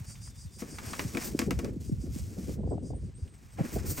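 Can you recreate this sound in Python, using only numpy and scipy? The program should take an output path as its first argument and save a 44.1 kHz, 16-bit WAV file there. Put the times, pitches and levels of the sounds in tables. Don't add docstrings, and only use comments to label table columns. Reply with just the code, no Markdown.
import sys
import numpy as np
from scipy import signal
from scipy.fft import rfft, irfft
from scipy.io import wavfile
from scipy.ndimage import uniform_filter1d

SR = 44100
rng = np.random.default_rng(int(sys.argv[2]) if len(sys.argv) > 2 else 0)


def transcribe(signal):
    frames = np.atleast_2d(signal).T
    limited = np.clip(frames, -1, 1)
    pcm = np.round(limited * 32767).astype(np.int16)
    wavfile.write(sys.argv[1], SR, pcm)


N = 176400


def wind():
    # (time [s], level [dB])
    rumble_levels = [(.1,-49),(.8,-50),(1.45,-45),(1.65,-39.5),(1.95,-35.5),(2.3,-40),(2.74,-35),(3.2,-43),(3.53,-53),(3.61,-32),(3.68,-55),(3.75,-35),(3.9,-34.5),(4,-52)]
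    gust_levels = [(.55,-69.5),(.69,-49),(1.2,-44.5),(1.67,-36),(1.81,-57.5),(1.9,-48.5),(2.32,-53.5),(2.39,-43),(2.73,-41),(3,-53),(3.53,-70.5),(3.64,-40.5),(4,-43)]
    # (start [s], level [dB], rise time [s])
    buffets = [(2.631,-36.5,0.0063),(2.672,-38.5,0.0042),(2.705,-30.5,0.018),(2.779,-33,0.0025),(2.902,-37,0.0052),(2.928,-40.5,0.0085),(3.582,-32,0.016),(3.756,-31,0.011)]
    # (frequency [Hz], level [dB])
    rumble_colour = [(22,-39),(55,2.5),(135,-2.5),(260,-19),(600,-69.5)]
    gust_colour = [(80,-18),(170,0),(310,-4),(520,-14),(2200,-72.5)]
    buffet_colour = [(100,-22),(260,-1),(700,-4.5),(3500,-85)]
    side = 0.35
    rumble = texture(rumble_colour, side=side) * curve(rumble_levels) * flutter(db=3.5, per_s=29.97)
    gust = texture(gust_colour, side=side) * curve(gust_levels) * flutter(db=5, per_s=60)
    burst_gain = sum(undb(db) * swell(start, rise_s) for start, db, rise_s in buffets)
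    bursts = texture(buffet_colour, side=side) * burst_gain
    return rumble + (gust + bursts) * pan(left_db=1.2)


def eddies():
    # (start [s], peak level [dB], starting pitch [Hz], rise time [s])
    swirls = [(0.002,-33,237,0.015),(0.447,-35.5,222,0.019),(0.86,-35,190,0.02),(1.047,-26.5,250,0.013),(1.348,-18,350,0.0028),(1.762,-29,410,0.0077),(1.895,-24.5,340,0.003),(1.915,-21.5,338,0.014),(2.037,-30.5,378,0.0064),(2.159,-28,353,0.0075),(3.221,-26.5,107,0.012),(3.603,-19.5,289,0.0096)]
    end_hz, fall_s = 69.4, 0.012
    out = 0
    for (start, db, hz, rise_s), shift in zip(swirls, rng.standard_normal((len(swirls), 2, 1))):
        age = np.maximum(clock() - start, 0)
        pitch = end_hz + (hz - end_hz) * np.exp(-age / fall_s)
        phase = 2 * np.pi * np.cumsum(pitch * (age > 0)) / SR
        out += undb(db) * swell(start, rise_s) * np.sin(phase + 0.63 * shift)
    return out


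def knocks():
    # (time [s], body level [dB], clack level [dB], tick level [dB])
    hits = [(0.621,-28,-43.5,-65),(.994,-36,-26.5,-40),(1.149,-23.5,-37.5,-46),(1.171,-24.5,-29.5,-38.5),(1.391,-22.5,-26.5,-24),(1.416,-22.5,-36,-61),(1.508,-24,-29.5,-33),(1.590,-25.5,-36.5,-36),(1.646,-30.5,-42,-42)]
    # (frequency [Hz], level [dB])
    body_notes = [(215,1),(264,1),(335,-1.5),(478,-5),(684,-14.5),(964,-24),(1120,-15),(1310,-18.5),(2223,-28)]
    # (frequency [Hz], level [dB])
    clack_colour = [(1550,2.5),(2400,5),(3300,-5.5),(9000,-18)]
    tick_colour = [(2400,-25),(5000,13.5),(9500,7),(16000,-3)]
    clack, tick = texture(clack_colour), texture(tick_colour)
    age = np.arange(SR // 2) / SR
    ring_s, rise_s = 0.076, 0.0061
    body_fade = undb(-60 * age / ring_s) * (1 - np.exp(-age / rise_s))
    out = np.zeros((2, N))
    for start, body_db, clack_db, tick_db in hits:
        part = slice(int(start * SR), int(start * SR) + len(age))
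        ring = 0
        for hz, db in body_notes:
            detune, shift = rng.standard_normal(2)
            ring += undb(db) * np.sin(2 * np.pi * hz * (1 + 0.013 * detune) * age + np.pi * shift)
        out[:, part] += undb(body_db) * ring * body_fade * pan(left_db=5.0)
        out[:, part] += undb(clack_db) * clack[:, part] * fade(age, decay_s=0.0055)
        out[:, part] += undb(tick_db) * tick[:, part] * fade(age, decay_s=0.0016)
    return out


def rustle():
    # (time [s], level [dB])
    hiss_levels = [(0,-58),(.578,-63.5),(.592,-48.5),(.67,-58.5),(.89,-48),(1.13,-47.5),(1.27,-44),(1.34,-54.5),(1.62,-59),(1.797,-70.5),(1.806,-55),(1.97,-63.5),(2.117,-60.5),(2.126,-51.5),(2.32,-57),(2.54,-51.5),(2.6,-92),(3.52,-66),(3.69,-49),(3.96,-56.5),(3.98,-39)]
    scrape_levels = [(0,-58),(.572,-70),(.59,-55.5),(.68,-57),(.89,-47),(1.13,-53),(1.25,-44),(1.34,-61),(1.68,-55),(1.77,-71),(2.5,-59),(2.62,-78),(3.56,-63.5),(3.585,-46.5),(3.968,-54),(3.978,-35.5)]
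    # (middle [s], level [dB])
    swishes = [(1.263,-40),(3.749,-43.5),(3.883,-42.5),(3.917,-36.5),(3.99,-34.5)]
    # (frequency [Hz], level [dB])
    hiss_colour = [(1400,-5.5),(2400,0),(3800,-1.5),(5300,6.5),(9400,4),(16000,-3)]
    scrape_colour = [(130,8),(300,0.5),(2400,-2),(3300,-13.5),(12000,-37)]
    swish_colour = [(3700,-17.5),(4700,-7),(8200,-4),(11200,-7),(15000,1.5),(16000,-14.5)]
    swish_s = 0.018
    hiss = texture(hiss_colour, grains()) * curve(hiss_levels)
    scrape = texture(scrape_colour, grains()) * curve(scrape_levels)
    swish_gain = sum(undb(db) * np.exp(-((clock() - middle) / swish_s) ** 2 / 2) for middle, db in swishes)
    return (hiss + scrape + texture(swish_colour) * swish_gain) * flutter(db=2, per_s=70)


def scuffs():
    # (time [s], level [dB], pitch [Hz])
    catches = [(0.155,-55,2560),(0.274,-52.5,1100),(0.785,-37.5,1390),(0.933,-34,1060),(3.276,-62,2600),(3.338,-61.5,1990)]
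    out = 0
    for start, db, hz in catches:
        age = np.maximum(clock() - start, 0)
        crunch = texture([(hz / 10, -26), (hz, 0), (hz * 10, -26)], grains())
        out += undb(db) * crunch * (age > 0) * fade(age, decay_s=0.0069)
    return out


def grains(per_s=9800):
    slips = (rng.random((2, N)) < per_s / SR) * rng.standard_normal((2, N))
    return slips * undb(-2.5 * np.minimum(rng.exponential(size=(2, N)), 4))


def insect():
    # (middle [s], level [dB])
    pulses = [(0.106,-51.5),(0.258,-52.5),(.41,-54.5),(.57,-57),(.74,-51.5),(0.891,-50),(1.87,-61.5),(2.04,-61),(2.709,-66.5),(2.878,-59.5),(3.05,-67),(3.22,-65.5)]
    # (frequency [Hz], level [dB])
    rasp_colour = [(4100,-22.5),(4900,4.5),(7200,2.5),(9200,6.5),(11200,-16)]
    ring_hz, ring_db, half_pulse_s = 4740, -7.5, 0.048
    ring = tone(ring_hz * (1 + 0.02 * (wander(14) + wander(1500))))
    rasp = texture(rasp_colour) * flutter(db=2, per_s=80)
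    gain = sum(undb(db) * np.exp(-np.abs((clock() - middle) / half_pulse_s) ** 3) for middle, db in pulses)
    return (rasp + undb(ring_db) * foliage(ring)) * gain


def birds():
    whistles = [0.135,0.285,0.445]
    # (start [s], first pitch [Hz], last pitch [Hz], level [dB])
    chirps = [(2.689,8150,7950,-57.5),(2.769,7970,8500,-69),(2.935,8500,9050,-59.5),(3.138,8170,8650,-57),(3.285,7900,8650,-69),(3.318,8340,8000,-65),(3.503,8240,8150,-62)]
    whistle_hz, dip_hz, whistle_db = 3890, 343, -71
    twitter_hz, twitter_db = 8180, -67.5
    waver = 1 + 0.0139 * wander(1000)
    out = np.zeros(N)
    for start in whistles:
        arch = np.sin(np.pi * progress(start, length_s=0.12))
        out += undb(whistle_db) * np.sqrt(np.abs(arch)) * tone((whistle_hz - dip_hz * arch) * waver)
    for start, first_hz, last_hz, db in chirps:
        along = progress(start, length_s=0.0547)
        out += undb(db) * np.sin(np.pi * along) * tone((first_hz + (last_hz - first_hz) * along) * waver)
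    arch = np.sin(np.pi * progress(start=2.57, length_s=0.93))
    twitter_gain = np.sqrt(np.abs(arch)) * np.maximum(wander(35.05), 0)
    twitter = tone(twitter_hz * (1 + 0.024 * wander(83)) * waver)
    return foliage(out + undb(twitter_db) * twitter_gain * twitter)


def foliage(call, echo_s=0.4, echo_db=-3):
    echoes = rng.standard_normal((2, N)) * undb(-60 * clock() / echo_s)
    echoes /= np.sqrt(np.sum(echoes[0] ** 2))
    return call + undb(echo_db) * signal.fftconvolve(call[None], echoes, axes=1)[:, :N]


def air():
    # (frequency [Hz], level [dB])
    air_colour = [(400,5),(8500,-2),(11000,-34)]
    return texture(air_colour) * undb(-70)


def texture(colour, source=None, side=None):
    # (frequency [Hz], side compared with middle [ratio])
    width = [(1300,0.78),(2300,0.28),(6500,0.028),(9000,0.14)]
    source = rng.standard_normal((2, N)) if source is None else source
    middle, wide = rfft(source) * undb(over_hz(colour))
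    wide *= over_hz(width) if side is None else side
    return unit(irfft(np.array([middle + wide, middle - wide]), N))


def undb(db):
    return 10 ** (np.asarray(db) / 20)


def unit(x):
    return x / np.sqrt(np.mean(x ** 2))


def clock():
    return np.arange(N) / SR


def progress(start, length_s):
    return np.clip((clock() - start) / length_s, 0, 1)


def curve(rows):
    return undb(np.interp(clock(), *np.array(rows).T))


def over_hz(rows):
    hz, value = np.array(rows, float).T
    return np.interp(np.log(np.arange(N // 2 + 1) * SR / N + 1), np.log(hz), value)


def wander(per_s):
    hold = int(SR / per_s)
    steps = np.repeat(rng.standard_normal(N // hold + 1), hold)
    return unit(uniform_filter1d(uniform_filter1d(steps, hold), hold)[:N])


def flutter(db, per_s):
    return undb(db * wander(per_s))


def swell(start, rise_s):
    along = np.maximum(clock() - start, 0) / rise_s
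    return along * np.exp((1 - along ** 2) / 2)


def fade(age, decay_s, tail_s=0.026, tail_db=-14):
    return np.exp(-age / decay_s) + undb(tail_db) * np.exp(-age / tail_s)


def tone(hz):
    return np.sin(2 * np.pi * np.cumsum(hz) / SR)


def pan(left_db):
    return undb(np.array([[left_db], [-left_db]]) / 2)


def scene():
    return wind() + eddies() + rustle() + scuffs() + knocks() + insect() + birds() + air()


def record(dry):
    # (frequency [Hz], phase [radians])
    left_lead = [(400,0),(1200,1.6),(1900,.3),(8700,0),(12000,-6.3),(15300,-12.5)]
    top_hz = 15800
    lead = over_hz(left_lead)
    microphones = irfft(rfft(dry) * np.exp(1j * np.array([lead, -lead]) / 2), N)
    return signal.sosfilt(signal.ellip(8, .2, 70, top_hz, fs=SR, output="sos"), microphones)


dry = scene()
out = record(dry)
transcribe(out)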